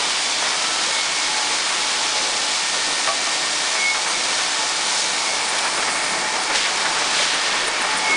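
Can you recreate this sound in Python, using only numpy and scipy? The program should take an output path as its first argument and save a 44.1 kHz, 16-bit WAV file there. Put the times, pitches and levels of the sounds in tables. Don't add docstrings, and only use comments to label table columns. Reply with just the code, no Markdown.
import sys
import numpy as np
from scipy import signal
from scipy.fft import rfft, irfft, next_fast_len
from scipy.io import wavfile
from scipy.ndimage import uniform_filter1d, map_coordinates

SR = 44100
rng = np.random.default_rng(int(sys.argv[2]) if len(sys.argv) > 2 else 0)


def output_pcm(signal):
    pcm = np.clip(np.atleast_2d(signal).T, -1, 1) * 32767
    wavfile.write(sys.argv[1], SR, np.round(pcm).astype(np.int16))


N = 359856

SQUEAL_HZ, LOW_SQUEAL_HZ = 2191, 1322
# frequency in Hz, relative density in dB.
BARS = [(40, -36), (120, -27), (350, -12.5), (700, 1), (1900, 6), (2700, -0.5), (3400, -0.5), (5000, -9.5),
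        (7500, -16), (10200, -26)]


def amp(db):
    return 10 ** (np.asarray(db) / 20)


def unit(x):
    return x / np.sqrt(np.mean(x ** 2) + 1e-20)


def clock():
    return np.arange(N) / SR


def along(points, hz):
    frequencies, values = np.transpose(points)
    return np.interp(np.log(hz + 1), np.log(frequencies + 1), values)


def curves(rows):
    times, *columns = np.transpose(rows)
    return [np.interp(clock(), times, column) for column in columns]


def wobble(rate):
    knots = np.random.default_rng(rng.integers(2 ** 31)).standard_normal(int(N * rate / SR) + 4)
    coarse = clock()[::64]
    return np.interp(clock(), coarse, map_coordinates(knots, [coarse * rate]))


def swell(peak_s, rise, fall):
    t = clock() - peak_s
    return np.exp(-np.minimum((t / np.where(t < 0, rise, fall)) ** 2, 20))


def filtered(x, response):
    size = x.shape[-1]
    padded = next_fast_len(size + SR // 10, True)
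    return irfft(rfft(x, padded) * response(np.fft.rfftfreq(padded, 1 / SR)), padded)[..., :size]


def coloured(x, spectrum):
    return unit(filtered(x, lambda hz: amp(along(spectrum, hz))))


def patchy(depth_db):
    spectra = signal.stft(rng.standard_normal(N), nperseg=512)[2]
    patches = uniform_filter1d(rng.standard_normal(spectra.shape), size=8, axis=0)
    patches = uniform_filter1d(patches, size=14, axis=1)
    return unit(signal.istft(spectra * amp(depth_db * unit(patches)), nperseg=512)[1][:N])


def resonance(centre_hz, width_hz):
    return unit(filtered(rng.standard_normal(N), lambda hz: 1 / (1 + ((hz - centre_hz) / width_hz) ** 2)))


def tone(hz, drift_hz, flutter_db):
    phase = 2 * np.pi * np.cumsum(hz + drift_hz * wobble(25)) / SR
    return unit(np.sin(phase) * amp(flutter_db * wobble(14)))


def contacts(rate, spread_db):
    struck = rng.random(N) < rate / SR
    signs = rng.choice([-1, 1], N)
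    sizes = amp(spread_db * np.clip(rng.standard_normal(N), -2, 2))
    return unit(struck * signs * sizes)


def add(track, start_s, sound):
    start = int(np.clip(round(start_s * SR), 0, N - 1))
    track[start:start + len(sound)] += sound[:N - start]


def blows(rows, attack, t60):
    out, t = np.zeros(N), np.arange(SR // 2) / SR
    for start, db in rows:
        add(out, start, amp(db - 60 * t / t60) * (1 - np.exp(-t / attack)))
    return out


def hall(x):
    # frequency in Hz, reverberation time in seconds.
    decay_times = [(200, 1.3), (2000, 3.7), (10000, 0.44)]
    hz, t, spectra = signal.stft(rng.standard_normal(SR), SR, nperseg=256)
    decay = amp(-60 * t / along(decay_times, hz)[:, None])
    tail = signal.istft(spectra * decay, SR, nperseg=256)[1]
    return signal.fftconvolve(x, tail / np.linalg.norm(tail))[:N]


def mill(flicker_db=.5, ring_db_per_roar_db=.45):
    # frequency in Hz, relative density in dB.
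    spectrum = [(20, -13.5), (45, -22.5), (85, -19), (130, -14), (190, -8), (350, -3.5), (550, -2),
                (800, 1.5), (1200, 1.5), (1900, -0.5), (2700, -3.5), (4500, -17), (10000, -28)]
    # time in seconds, level in dB.
    levels = [(0, -28), (3.5, -28), (5.2, -27.5), (5.7, -24.5), (6.7, -25.5), (7.4, -24.5), (8.16, -22.8)]
    # frequency in Hz, half-width in Hz, mean level in dB.
    modes = [(2165, 49, -46), (2240, 70, -38), (2334, 25, -40), (982, 37, -44), (622, 44, -45.5),
             (4570, 180, -43), (5100, 200, -45)]
    roar_db, = curves(levels)
    roar = coloured(patchy(depth_db=1.3) + amp(-8.5) * contacts(rate=400, spread_db=3), spectrum)
    rings = sum(amp(db) * resonance(hz, width) for hz, width, db in modes)
    ring_gain = amp(ring_db_per_roar_db * (roar_db - roar_db.mean()))
    return amp(roar_db + flicker_db * wobble(20)) * roar + ring_gain * rings


def roller_drive(slow_hz=853, fast_hz=865.5, idle_db=-44.5, load_edge_s=.055):
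    # start in seconds, end in seconds, level in dB.
    loads = [(1.273, 1.55, -34), (1.79, 2.5, -36), (3.72, 4.05, -37.5), (4.398, 5.16, -36.5),
             (5.3, 6.583, -35.5), (6.802, 7.2, -36), (7.8, 8.3, -35)]
    t = clock()
    speed_step = .5 + .5 * np.tanh((t - 3.7) / 1.298)
    hz = slow_hz + (fast_hz - slow_hz) * speed_step
    load = sum(amp(db) * np.clip(np.minimum(t - start, end - t) / load_edge_s + .5, 0, 1)
               for start, end, db in loads)
    upper = tone(hz, drift_hz=4.52, flutter_db=1.5)
    lower = amp(-7.5) * tone(hz * .865, drift_hz=4.14, flutter_db=1.5)
    return np.hypot(amp(idle_db), load) * (upper + lower)


def gear(mesh_hz=1823.5):
    # time in seconds, level in dB.
    levels = [(0, -45), (1.4, -39), (2.2, -45), (2.75, -36), (3.7, -36), (4.8, -38), (5.25, -42),
              (6.2, -35.5), (6.7, -42), (7.55, -33), (8.16, -37)]
    gear_db, = curves(levels)
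    return amp(gear_db) * tone(mesh_hz, drift_hz=1.97, flutter_db=1.2)


def motors():
    # frequency in Hz, level in dB.
    lines = [(180, -62.5), (300.5, -50.5), (744, -47), (909, -43.5), (1130, -44), (1348, -47)]
    return sum(amp(db) * tone(hz, drift_hz=3.24, flutter_db=2.5) for hz, db in lines)


def bumps():
    # start in seconds, level in dB.
    roller_blows = [(.86, -27), (2.15, -28), (2.25, -29.5), (2.73, -30), (3.06, -31), (7.18, -30)]
    # start in seconds, level in dB.
    floor_blows = [(3.07, -50), (3.95, -48), (5.57, -49), (5.82, -54), (6.55, -39), (7.66, -45)]
    rollers = blows(roller_blows, attack=.009, t60=.37) * resonance(centre_hz=567, width_hz=110)
    floor = blows(floor_blows, attack=.011, t60=.34) * resonance(centre_hz=25, width_hz=25)
    return rollers + floor


def squeaks(edge_s=.012):
    # peak time in seconds, level in dB.
    peaks = [(4.09, -33), (5.5, -30), (6.1, -32), (6.43, -32), (7.35, -32), (7.68, -26), (7.82, -29.5),
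             (7.98, -27.5)]
    sizzle_envelope = amp(-33.5 + 2 * wobble(22)) * swell(peak_s=6, rise=.8, fall=.2)
    sizzle = sizzle_envelope * resonance(centre_hz=8700, width_hz=1800)
    chirps = sum(amp(db) * swell(peak_s, edge_s, edge_s) for peak_s, db in peaks)
    return sizzle + chirps * resonance(centre_hz=9170, width_hz=680)


def squeals():
    # peak time, rise and fall in seconds, pitch in Hz, level in dB.
    swells = [(.68, 0.12, 0.16, LOW_SQUEAL_HZ, -34), (.95, 0.086, .09, SQUEAL_HZ, -30),
              (1.15, .06, 0.3, SQUEAL_HZ, -34), (3.865, 0.08, 0.057, SQUEAL_HZ, -19),
              (4.11, 0.039, 0.089, SQUEAL_HZ, -34), (5.36, 0.17, .06, SQUEAL_HZ, -31.5),
              (6.1, 0.35, 0.14, SQUEAL_HZ, -33), (8.16, 0.088, .06, SQUEAL_HZ, -17.5)]
    return sum(amp(db) * swell(peak_s, rise, fall) * tone(hz, drift_hz=4, flutter_db=0)
               for peak_s, rise, fall, hz, db in swells)


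def knocks(ring_attack_s=.0021, crack_t60=.017):
    # start in seconds, level in dB.
    strikes = [(3.074, -16), (3.088, -12.5), (3.268, -22), (6.856, -25)]
    # frequency in Hz, relative level in dB, 60 dB decay time in seconds.
    modes = [(672, -6, 0.22), (797, -8.5, 0.31), (1139, -2.5, 0.15), (1235, -6, 0.14), (1530, -13, 0.16),
             (2300, -20, .06)]
    out, t = np.zeros(N), np.arange(SR // 2) / SR
    for start, db in strikes:
        ring = np.zeros(len(t))
        for hz, mode_db, t60 in modes:
            envelope = amp(mode_db + rng.normal(0, 1.5) - 60 * t / t60)
            ring += envelope * np.sin(2 * np.pi * (hz * t + rng.random()))
        crack = amp(-60 * t / crack_t60) * coloured(rng.standard_normal(len(t)), BARS)
        add(out, start, amp(db) * (ring * (1 - np.exp(-t / ring_attack_s)) + crack))
    return out


def clashes(attack_s=.001, hold_s=.011):
    # start in seconds, level in dB, treble tilt in dB per octave,
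    # 60 dB decay time in seconds.
    strikes = [(.42, -24, -5, 0.6), (3.75, -23.5, -2, 0.18), (3.944, -21, -4, 0.12),
               (4.06, -24.5, -6, 0.25), (4.39, -25, -5, 0.11), (5.58, -17.5, 11, 0.14),
               (5.646, -25, -2, 0.15), (5.823, -19, -2, 0.03), (5.871, -20.5, -4.5, 0.16),
               (6.355, -24, -7, 0.079), (6.5, -24.5, -5, 0.099), (6.549, -17, 8, 0.18),
               (6.649, -18.5, 2.5, 0.19), (6.849, -21.5, -6, 0.15), (6.965, -26, -2, .08),
               (7.015, -22, -5, .04), (7.187, -20, 1.5, 0.15), (7.339, -22, 4, 0.11),
               (7.669, -23.5, -1, 0.16), (7.84, -24, -7, 0.13), (8.125, -26, -3, 0.1)]
    out, t = np.zeros(N), np.arange(SR // 2) / SR
    for start, db, tilt, t60 in strikes:
        noise = rng.standard_normal(len(t))
        crash = unit(filtered(noise, lambda hz: amp(along(BARS, hz) + tilt * np.log2(1 + hz / 500))))
        envelope = amp(db - 60 * np.maximum(t - hold_s, 0) / t60) * (1 - np.exp(-t / attack_s))
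        add(out, start, envelope * crash)
    return out


def sliding(hiss_flicker_db=.5, rub_flicker_db=1):
    # time in seconds, hiss level in dB, rubbing level in dB.
    levels = [(0, -23.5, -27), (2.2, -23, -27.5), (3.9, -23, -30.5), (5.2, -24, -32), (6.35, -26, -43),
              (6.85, -23.8, -28.5), (7.65, -25.5, -26), (7.69, -28.5, -31), (8.16, -24.5, -30)]
    # peak time, rise and fall in seconds, hiss and rubbing in dB.
    scrapes = [(4.35, .1, 0.32, -28, -30), (4.96, 0.14, 0.18, -24, -37), (6.58, 0.04, 0.1, -26, -21),
               (7.22, 0.12, 0.083, -22.5, -23), (7.33, 0.16, 0.29, -43, -25)]
    # frequency in Hz, relative density in dB.
    hiss_spectrum = [(300, -25), (1200, -9.5), (2600, -5.5), (3500, 0), (5000, 1.5), (6200, -1), (7500, -3),
                     (8900, -6.5), (9400, -4), (10200, -14)]
    rub_spectrum = [(100, -39), (600, -12.5), (1500, -6.5), (3300, -1), (4300, -4), (6000, -9.5),
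                    (10200, -24.5)]
    hiss_db, rub_db = curves(levels)
    hiss_power, rub_power = amp(hiss_db) ** 2, amp(rub_db) ** 2
    for peak_s, rise, fall, hiss_peak_db, rub_peak_db in scrapes:
        surge = swell(peak_s, rise, fall)
        hiss_power += (amp(hiss_peak_db) * surge) ** 2
        rub_power += (amp(rub_peak_db) * surge) ** 2
    hiss = coloured(patchy(depth_db=.64) + amp(-2.5) * contacts(rate=3000, spread_db=4.5), hiss_spectrum)
    rub = coloured(rng.standard_normal(N) + contacts(rate=2500, spread_db=3), rub_spectrum)
    hiss_gain = np.sqrt(hiss_power) * amp(hiss_flicker_db * wobble(38))
    rub_gain = np.sqrt(rub_power) * amp(rub_flicker_db * wobble(45))
    return hiss_gain * hiss + rub_gain * rub


def scene():
    near = knocks() + clashes() + squeals() + squeaks()
    mono = mill() + sliding() + roller_drive() + gear() + motors() + bumps()
    mono += near + amp(-16) * hall(near)
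    return np.array([mono, mono])


def record(dry, threshold_db=-21, cut_db_per_db=.48, memory_s=.057, top_hz=10120):
    pole = np.exp(-1 / (memory_s * SR))
    power = signal.lfilter([1 - pole], [1, -pole], dry[0] ** 2)
    over_db = np.maximum(10 * np.log10(power + 1e-12) - threshold_db, 0)
    compressed = dry * amp(-cut_db_per_db * over_db)
    return filtered(compressed, lambda hz: np.clip((top_hz - hz) / 200 + .5, 0, 1))


dry = scene()
out = record(dry)
output_pcm(out)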